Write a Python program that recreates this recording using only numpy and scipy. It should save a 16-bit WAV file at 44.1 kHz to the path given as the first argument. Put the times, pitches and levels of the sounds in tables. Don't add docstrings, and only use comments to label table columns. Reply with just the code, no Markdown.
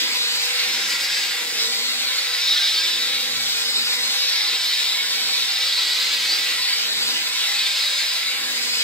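import sys
import numpy as np
from scipy import signal
from scipy.fft import rfft, irfft, next_fast_len
from scipy.io import wavfile
from scipy.ndimage import uniform_filter1d, map_coordinates

SR = 44100
rng = np.random.default_rng(int(sys.argv[2]) if len(sys.argv) > 2 else 0)


def master_out(mix):
    frames = np.transpose(np.atleast_2d(mix))
    ceiling = np.clip(frames, -1, 1)
    pcm = np.round(ceiling * 32767).astype(np.int16)
    wavfile.write(sys.argv[1], SR, pcm)


N = 389403
PAD_RATIO = 1 / 16


def amp(db):
    return 10 ** (np.asarray(db) / 20)


def rms_one(x):
    return x / np.sqrt(np.mean(x ** 2) + 1e-20)


def in_time(rows):
    times, *columns = np.transpose(rows)
    return np.array([np.interp(np.arange(N) / SR, times, column) for column in columns])


def at_hz(points, hz):
    frequencies, levels = np.transpose(points)
    return np.interp(np.log(hz), np.log(frequencies), levels)


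def drift(rate_hz, spread_db=None):
    step, settle = 40, 2000
    r = np.exp(-2 * np.pi * rate_hz * step / SR)
    white = rng.standard_normal(N // step + settle + 2)
    slow = rms_one(signal.lfilter([1], [1, -2 * r, r * r], white)[settle:])
    if spread_db is not None:
        slow = amp(spread_db * slow)
    return np.interp(np.arange(N) / step, np.arange(len(slow)), slow)


def peaked(x, modes):
    for hz, width_hz, db in modes:
        a, w = amp(db / 2), 2 * np.pi * hz / SR
        q, middle = np.sin(w) * width_hz / hz / 2, -2 * np.cos(w)
        x = signal.lfilter([1 + q * a, middle, 1 - q * a], [1 + q / a, middle, 1 - q / a], x)
    return x


def shaft_tones(turns, lines, flutter_db):
    out, waver_rad = 0, .045 * drift(20)
    for order, gain in lines:
        phase = 2 * np.pi * (order * turns + rng.random()) + order ** .7 * waver_rad
        out = out + np.sqrt(2) * gain * drift(15.6, flutter_db) * np.sin(phase)
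    return out


def rumble(cutoff_hz=45, level_db=-71.5):
    mid, side = signal.sosfilt(signal.butter(2, cutoff_hz, fs=SR, output="sos"), rng.normal(size=(2, N)))
    return amp(level_db) * rms_one(mid + amp(-4) * side * [[1], [-1]])


# frequency_hz, gain_db
GARAGE_RESPONSE = [(60, 17), (250, 2), (600, 6), (1200, 6.5), (2200, 2), (4000, -2), (8000, 0.5),
                   (13000, 15)]

def garage(x, t60_s=.28):
    size, lead = next_fast_len(N + SR), SR // 2
    t, hz = np.arange(lead) / SR, np.linspace(1, SR / 2, size // 2 + 1)
    primed = np.r_[x[lead:0:-1], x]
    spectrum = rfft(primed, size) * amp(at_hz(GARAGE_RESPONSE, hz))
    coherence = .94 / (1 + (hz / 700) ** 1.56)
    weights = np.array([drift(1.55) for spot in range(5)])
    weights /= np.sqrt(np.sum(weights ** 2, axis=0))
    out = 0
    for weight in weights:
        tail = rng.standard_normal((2, lead)) * amp(-60 * t / t60_s) * (t > .012)
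        mid, side = rfft(tail / np.sqrt(2 * np.sum(tail ** 2, axis=1, keepdims=True)), size)
        stereo = np.sqrt(1 + coherence) * mid + np.sqrt(1 - coherence) * side * [[1], [-1]]
        out = out + weight * irfft(spectrum * stereo, size)[:, lead:lead + N]
    return out


# delay_ms, slide_ms_per_ms_of_lag, gain_db
REFLECTIONS = [(1.7, 1, -32), (3.1, -6.0, -5.5), (5.3, 10, 0), (8.9, -12.0, -1.5), (13.7, 15, -3.5)]
# time_s, lag_ms
PAD_LAG = [(0.0, .115), (.35, .135), (.95, 0.0), (1.15, 0.0), (1.85, .125), (2.55, .01), (2.8, .02),
           (3.85, .135), (4.65, .02), (5.25, .095), (5.75, 0.0), (6.15, -.02), (7.05, .135), (7.8, 0.0),
           (8.83, .135)]

def near_echoes(x):
    lag_ms, samples, out = in_time(PAD_LAG)[0], np.arange(N), np.zeros((2, N))
    for side in range(2):
        for delay_ms, slide, db in REFLECTIONS:
            path_ms = delay_ms + (slide + .75 * side) * lag_ms + rng.uniform(0, .098)
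            out[side] += amp(db) * np.interp(np.abs(samples - path_ms * SR / 1000), samples, x)
    return out


# time_s, lag_ms
MOTOR_LAG = [(0.0, .15), (.4, .21), (.7, .21), (.9, .02), (1.45, .015), (1.7, .04), (1.93, .12),
             (2.2, .065), (2.68, .012), (2.93, .037), (3.2, .095), (3.43, .1), (3.6, .2), (3.93, .175),
             (4.18, .11), (4.4, .04), (4.68, .028), (5.18, .09), (5.43, .07), (5.6, .025), (6.18, -.025),
             (6.68, .065), (7.18, .15), (7.43, .07), (7.93, -.035), (8.18, .045), (8.43, .18), (8.83, .19)]

def direct_sound(pad_end, motor_end):
    out = 0
    for x, lag in [(pad_end, PAD_LAG), (motor_end, MOTOR_LAG)]:
        late = np.arange(N) - in_time(lag)[0] * SR / 1000
        out = out + np.array([x, map_coordinates(x, [late], order=3, mode="mirror")])
    return out


# centre_s, length_s, pitch_hz, glide_hz_per_s, level_db
PAD_SQUEALS = [(0.254, .14, 3930, 14, -43), (.72, 0.089, 4220, 210, -37), (1.136, 0.081, 4760, 3, -34),
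               (1.148, 0.089, 4970, 495, -47), (1.114, 0.088, 3880, 1486, -43),
               (2.412, 0.38, 2250, 200, -50), (2.56, 0.2, 4270, 250, -34), (2.546, 0.24, 3784, -200, -28.5),
               (2.647, 0.11, 4900, 2, -38), (2.77, 0.072, 4500, 2, -34), (2.952, 0.24, 3580, 107, -35),
               (3.798, 0.23, 4600, -5, -36), (4.715, 0.29, 4230, 198, -52), (5.996, .3, 4780, -2, -45),
               (6.34, 0.14, 4720, 0, -32), (6.36, 0.092, 4920, 2, -38), (6.303, 0.15, 4400, 250, -39),
               (6.68, 0.27, 4490, 600, -31.5), (6.58, 0.1, 2410, 600, -41), (6.757, 0.11, 2330, -200, -39),
               (7.58, 0.16, 2550, -300, -36), (7.91, 0.12, 4290, 6, -36), (8.607, 0.4, 4750, 804, -40)]

def squeals(width_hz=45):
    t, out = np.arange(N) / SR, np.zeros(N)
    unsteady = drift(width_hz) + 1j * drift(width_hz)
    for centre_s, length_s, hz, glide, db in PAD_SQUEALS:
        near = np.abs(t - centre_s) < 2 * length_s
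        offset_s = t[near] - centre_s
        tone = np.real(unsteady[near] * np.exp(2j * np.pi * (hz + glide * offset_s / 2) * offset_s))
        out[near] += amp(db) * np.exp(-(2 * offset_s / length_s) ** 2) * tone
    return out


HOLLOW_MODES = [1335, 1445, 1600, 1770, 2030, 2200, 2290, 2460, 2560, 2800, 3000, 3160, 3300, 3470, 3610,
                3750, 3860, 4080, 4160, 4305, 4420, 4510, 4630, 4740, 4830]
# frequency_hz, relative_density_db
NOISE_SPECTRUM = [(24, -64), (55, -44), (179, -29), (242, -19), (408, -18.5), (474, -16.5), (908, -23.5),
                  (1970, -8), (2660, -6.5), (3770, -2), (4960, -1), (6210, -11), (7580, -14),
                  (10800, -24.5), (15600, -31)]

def rings(housing_db, width_hz=30):
    white, out = rng.standard_normal((2, N)), 0
    r = np.exp(-np.pi * width_hz / SR)
    for k, hz in enumerate(HOLLOW_MODES):
        mode = signal.lfilter([1, 0, -1], [1, -2 * r * np.cos(2 * np.pi * hz / SR), r * r], white[k % 2])
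        out = out + amp(at_hz(NOISE_SPECTRUM, hz)) * drift(10.7, spread_db=4) * mode
    return amp(housing_db - 4.5) * rms_one(out)


# time_s, lens_db, low_rattle_db, housing_db, pad_rub_db, gear_case_db, case_top_db
BAND_SWELLS = [(0.0, -43, -32.5, -25.5, -33, -35, -35), (0.12, -48, -31, -31, -32, -34, -45),
               (0.22, -55, -34, -26, -30, -37, -38), (0.37, -54.5, -33.5, -32.5, -33, -31, -43),
               (0.61, -58, -30, -28.5, -32, -37, -39), (0.73, -48, -29.5, -31.5, -34.5, -38, -32),
               (0.96, -53.5, -29, -32.5, -41, -33, -42), (1.15, -54.5, -29.5, -31, -36, -31, -35),
               (1.37, -54.5, -31.5, -31.5, -39, -35, -47), (1.52, -49, -36, -34.5, -40, -38, -40),
               (1.6, -46, -31.5, -26, -35, -33, -34), (1.67, -51.5, -36.5, -30, -32, -37, -39),
               (2.09, -53.5, -30.5, -29, -32, -39, -42), (2.29, -61, -30.5, -29, -36, -33, -43),
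               (2.56, -59, -36, -24, -39.5, -34.5, -35.5), (3.07, -50.5, -33, -28, -31.5, -39, -44.5),
               (3.27, -51, -34.5, -30, -38, -36, -42), (3.46, -55, -37, -29.5, -35, -37, -36),
               (3.79, -48.5, -33, -28, -31, -29, -46), (3.91, -54, -33, -27, -36, -34, -40),
               (4.03, -48, -32.5, -29.5, -31, -40, -41), (4.18, -58, -36, -26, -30, -41, -36),
               (4.33, -59, -29.5, -27.5, -29, -31, -36), (4.52, -58, -36, -27, -33, -39, -43),
               (4.62, -63, -36, -27.5, -31.5, -35, -40), (4.97, -54, -36, -27, -36, -38, -45),
               (5.14, -56.5, -35, -28.5, -30.5, -39, -38), (6.0, -60.5, -33, -27.5, -31, -32, -43.5),
               (6.22, -55, -32, -30, -31, -34, -42), (6.57, -55, -30.5, -32, -30, -36, -43),
               (6.64, -61, -32.5, -28.5, -31, -37, -45), (6.79, -57, -33.5, -31, -34, -30, -35),
               (6.86, -51, -32.5, -30, -29, -42, -42), (7.13, -49, -34.5, -29, -34, -30.5, -39),
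               (7.21, -53, -32, -33, -30, -35, -44), (7.38, -60, -36, -28.5, -40, -40, -38),
               (7.6, -58.5, -32.5, -28.5, -28.5, -35.5, -42.5), (8.12, -61.5, -32.5, -29, -34.5, -33, -42),
               (8.36, -56, -30, -29.5, -37, -37, -50), (8.46, -48.5, -33.5, -33, -35, -37, -42),
               (8.71, -53.5, -35, -33, -32, -31, -41), (8.83, -53, -33, -29, -33, -33, -39)]
# time_s, relative_level_db
RASP_SWELL = [(0.0, -34), (0.19, -35), (0.59, -34), (1.3, -34.5), (1.7, -39), (2.58, -35), (3.69, -39.5),
              (4.5, -37), (5.26, -37), (6.81, -31.5), (6.91, -42), (7.21, -30.5), (7.23, -42.5),
              (7.43, -30), (7.5, -42), (7.6, -33), (7.94, -39), (8.02, -36), (8.43, -36.5), (8.83, -32)]

def band_levels():
    lens, low_rattle, housing, rub, case, top = in_time(BAND_SWELLS)
    rasp = in_time(RASP_SWELL)[0]
    panel, vents, fan = .034 * low_rattle, -.37 * housing, -.046 * housing
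    return np.array([lens, panel, low_rattle, rasp, housing, rub, case, top, vents, fan])


BAND_CENTRES = [330, 750, 2100, 2850, 3700, 4300, 4750, 5500, 6600, 13000]
# centre_hz, width_hz, gain_db
HOUSING_MODES = [(848, 172, 8), (898, 89, -5), (1010, 157, 7), (678, 49, -4.5), (1395, 62, 2.5),
                 (1500, 150, 1), (2173, 900, 5.5), (2840, 1400, 0.5), (3822, 850, 6.5), (7660, 2260, 8)]
# centre_hz, width_hz, gain_db
BODY_MODES = [(560, 90, 1.5), (790, 45, 4), (905, 45, -5), (1600, 45, 3), (1875, 60, -3), (4305, 50, 2),
              (5230, 120, -3)]

def rush(turns, bands_db, steady_db=-25.5):
    throb = 1 + .05 * np.sin(2 * np.pi * PAD_RATIO * turns)
    grains = rng.standard_normal((2, N)) * drift(69, spread_db=1.5) * throb
    edges_hz = 25 * 2 ** np.arange(0, 9.6, 1 / 6)
    mean_db = 10 * np.log10(np.mean(amp(2 * bands_db), axis=1, keepdims=True))
    swells_db = bands_db - mean_db + .72 * drift(38)
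    swelling, steady = 0, 0
    for k, (low, high) in enumerate(zip(edges_hz, edges_hz[1:])):
        hz = np.sqrt(low * high)
        bandpass = signal.butter(2, [low, high], "band", fs=SR, output="sos")
        band = amp(at_hz(NOISE_SPECTRUM, hz)) * signal.sosfilt(bandpass, grains[k % 2])
        place = np.interp(np.log(hz), np.log(BAND_CENTRES), np.arange(10))
        below = min(int(place), 8)
        swell_db = (1 - place + below) * swells_db[below] + (place - below) * swells_db[below + 1]
        depth = min(hz / 130, 1) ** 2
        swelling = swelling + band * amp(swell_db * depth) * drift(13.7, spread_db=1.5)
        steady = steady + band
    swelling, steady = peaked(np.array([swelling, steady]), HOUSING_MODES + BODY_MODES)
    gain = amp(steady_db) / np.std(steady)
    return gain * swelling, gain * steady


# shaft_order, level_re_housing_db
GEAR_SIDEBANDS = [(3.0, -33), (4.711, -24), (5.25, -28), (7.227, -23), (7.43, -20), (7.836, -20),
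                  (9.75, -24), (12.0, -32), (16.0, -33), (20.32, -43)]

def gear_whine(turns, housing_db):
    lines = [(order, amp(housing_db + db)) for order, db in GEAR_SIDEBANDS]
    return shaft_tones(turns, lines, flutter_db=3)


# time_s, pad_order_4_db, pad_order_8_db, pad_order_15_db
STRONG_THROBS = [(0.1, -73, -57, -57), (0.37, -60, -57, -68), (0.64, -71, -91, -62), (0.91, -68, -79, -61),
                 (1.18, -74, -72, -64), (1.45, -69, -61, -50), (1.72, -70, -57, -47), (1.99, -69, -50, -75),
                 (2.26, -69, -84, -72.0), (2.53, -72, -67, -72), (2.8, -75, -67, -84),
                 (3.07, -89, -54, -70), (3.34, -59, -51.0, -59), (3.61, -63, -57.5, -52),
                 (3.88, -62, -53, -68), (4.15, -71.0, -65, -79), (4.42, -81.0, -70, -76.0),
                 (4.69, -88, -66, -80.0), (4.96, -82, -71, -78), (5.23, -62, -54, -56),
                 (5.5, -91, -65, -81), (5.77, -86, -92, -84), (6.04, -68, -63, -76), (6.31, -102, -67, -83),
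                 (6.58, -62, -74, -78.0), (6.85, -73, -60, -64), (7.12, -81, -52, -62),
                 (7.39, -69, -69, -67), (7.66, -76, -74, -70), (7.93, -77, -76, -66),
                 (8.2, -71, -64, -83.0), (8.47, -71, -52.5, -75), (8.74, -74, -57, -65)]
# pad_order, relative_level_db
WEAK_THROBS = [(5, -22), (6, -25), (7, -22), (9, -19), (10, -21), (11, -21), (12, -19), (14, -23),
               (17, -20), (18, -21)]

def pad_throb(turns, lens_db):
    strong = zip(PAD_RATIO * np.array([4, 8, 15]), amp(in_time(STRONG_THROBS)))
    weak = [(order * PAD_RATIO, amp(lens_db + 3.5 + db)) for order, db in WEAK_THROBS]
    return shaft_tones(turns, strong, flutter_db=1.5) + shaft_tones(turns, weak, flutter_db=4)


# time_s, shaft_db, poles_db, pole_octave_db, mesh_db
MOTOR_LEVELS = [(0.1, -48.0, -34.0, -49.0, -45.0), (0.3, -48.0, -39.0, -39.0, -40.0),
                (0.5, -49.0, -36.0, -42.0, -38.0), (0.7, -48.0, -50.0, -42.0, -40.0),
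                (0.9, -51.0, -38.0, -40.0, -34.0), (1.1, -55.0, -41.0, -38.0, -36.0),
                (1.3, -51.0, -43.0, -43.0, -43.0), (1.5, -49.0, -41.0, -48.0, -43.0),
                (1.7, -47.0, -38.0, -44.0, -45.0), (1.9, -57.0, -45.0, -42.0, -48.0),
                (2.1, -62.0, -47.0, -39.0, -43.0), (2.3, -56.0, -36.0, -37.0, -38.0),
                (2.5, -58.0, -44.0, -36.0, -32.0), (2.7, -58.0, -41.0, -33.0, -34.0),
                (2.9, -57.0, -43.0, -37.0, -32.0), (3.1, -55.0, -41.0, -34.0, -39.0),
                (3.3, -62.0, -40.0, -35.0, -41.0), (3.5, -63.0, -47.0, -36.0, -46.0),
                (3.7, -56.0, -45.0, -35.0, -36.0), (3.9, -53.0, -43.0, -37.0, -37.0),
                (4.1, -59.0, -44.0, -38.0, -36.0), (4.3, -60.0, -42.0, -32.0, -32.0),
                (4.5, -55.0, -41.0, -38.0, -36.0), (4.7, -56.0, -40.0, -35.0, -33.0),
                (4.9, -60.0, -42.0, -36.0, -35.0), (5.1, -61.0, -44.0, -36.0, -36.0),
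                (5.3, -55.0, -46.0, -37.0, -34.0), (5.5, -62.0, -42.0, -37.0, -32.0),
                (5.7, -58.0, -39.0, -36.0, -35.0), (5.9, -59.0, -34.0, -36.0, -41.0),
                (6.1, -59.0, -43.0, -36.0, -37.0), (6.3, -59.0, -39.0, -38.0, -40.0),
                (6.5, -58.0, -36.0, -37.0, -38.0), (6.7, -61.0, -39.0, -39.0, -37.0),
                (6.9, -49.0, -43.0, -36.0, -42.0), (7.1, -53.0, -43.0, -40.0, -46.0),
                (7.3, -54.0, -42.0, -39.0, -45.0), (7.5, -60.0, -36.0, -38.0, -36.0),
                (7.7, -60.0, -46.0, -35.0, -37.0), (7.9, -58.0, -44.0, -32.0, -35.0),
                (8.1, -58.0, -39.0, -37.0, -41.0), (8.3, -65.0, -44.0, -35.0, -45.0),
                (8.5, -54.0, -40.0, -42.0, -44.0), (8.7, -51.0, -49.0, -48.0, -39.0)]

def motor_whine(turns, pole_order=4, mesh_order=10.562, slot_order=24):
    shaft, poles, octave, mesh = amp(in_time(MOTOR_LEVELS))
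    lines = [(1, shaft), (pole_order, .8 * poles), (mesh_order, 1.15 * mesh), (slot_order, amp(-51))]
    whine = shaft_tones(turns, lines, flutter_db=1.5)
    return whine, shaft_tones(turns, [(2 * pole_order, 1.15 * octave)], flutter_db=1.5)


# time_s, speed_turns_per_s
SHAFT_SPEED = [(0.0, 489.5), (0.08, 488.9), (0.16, 485.5), (0.32, 483.9), (0.64, 488.6), (0.8, 485.5),
               (1.04, 484.6), (1.12, 484.6), (1.28, 488.6), (1.36, 486.2), (1.52, 487.0), (1.6, 485.6),
               (1.68, 487.4), (1.76, 486.5), (1.92, 488.9), (2.32, 486.7), (2.4, 487.4), (2.64, 485.1),
               (2.72, 487.7), (2.8, 488.6), (3.04, 484.9), (3.36, 482.3), (3.68, 484.8), (3.76, 484.4),
               (3.84, 482.3), (4.08, 486.9), (4.24, 484.3), (4.48, 483.7), (4.72, 488.2), (4.8, 487.5),
               (5.04, 482.2), (5.12, 481.2), (5.2, 482.4), (5.36, 479.8), (5.68, 487.4), (5.76, 488.2),
               (6.0, 487.6), (6.16, 484.0), (6.32, 488.9), (6.4, 489.5), (6.56, 484.9), (6.64, 485.6),
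               (6.88, 484.1), (7.12, 481.2), (7.28, 481.4), (7.44, 485.9), (7.6, 487.0), (7.84, 482.5),
               (7.92, 482.1), (8.0, 482.7), (8.16, 487.6), (8.24, 485.9), (8.4, 484.9), (8.64, 485.5),
               (8.72, 484.8), (8.8, 482.5)]

def shaft_turns():
    hunt = .9 * drift(rate_hz=7)
    speed = in_time(SHAFT_SPEED)[0] + hunt - uniform_filter1d(hunt, size=SR // 3)
    return np.cumsum(speed) / SR


def scene():
    turns, bands_db = shaft_turns(), band_levels()
    lens_db, housing_db = bands_db[0], bands_db[4]
    motor, pole_octave = motor_whine(turns)
    pad = pad_throb(turns, lens_db) + pole_octave
    gears = gear_whine(turns, housing_db)
    swelling, steady = rush(turns, bands_db)
    rattle = amp(-5) * swelling + gears + rings(housing_db) + squeals()
    room_feed = .2 * steady + .8 * swelling + amp(-11) * motor + amp(-13) * pad
    return direct_sound(rattle + pad, motor) + near_echoes(rattle) + garage(room_feed) + rumble()


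# centre_hz, width_hz, gain_db
TREBLE_DIP = [(11000, 900, -4)]

def record(dry, cutoff_hz=15700):
    lowpass = signal.ellip(12, .5, 65, cutoff_hz, fs=SR, output="sos")
    return signal.sosfilt(lowpass, peaked(dry, TREBLE_DIP))


dry = scene()
out = record(dry)
master_out(out)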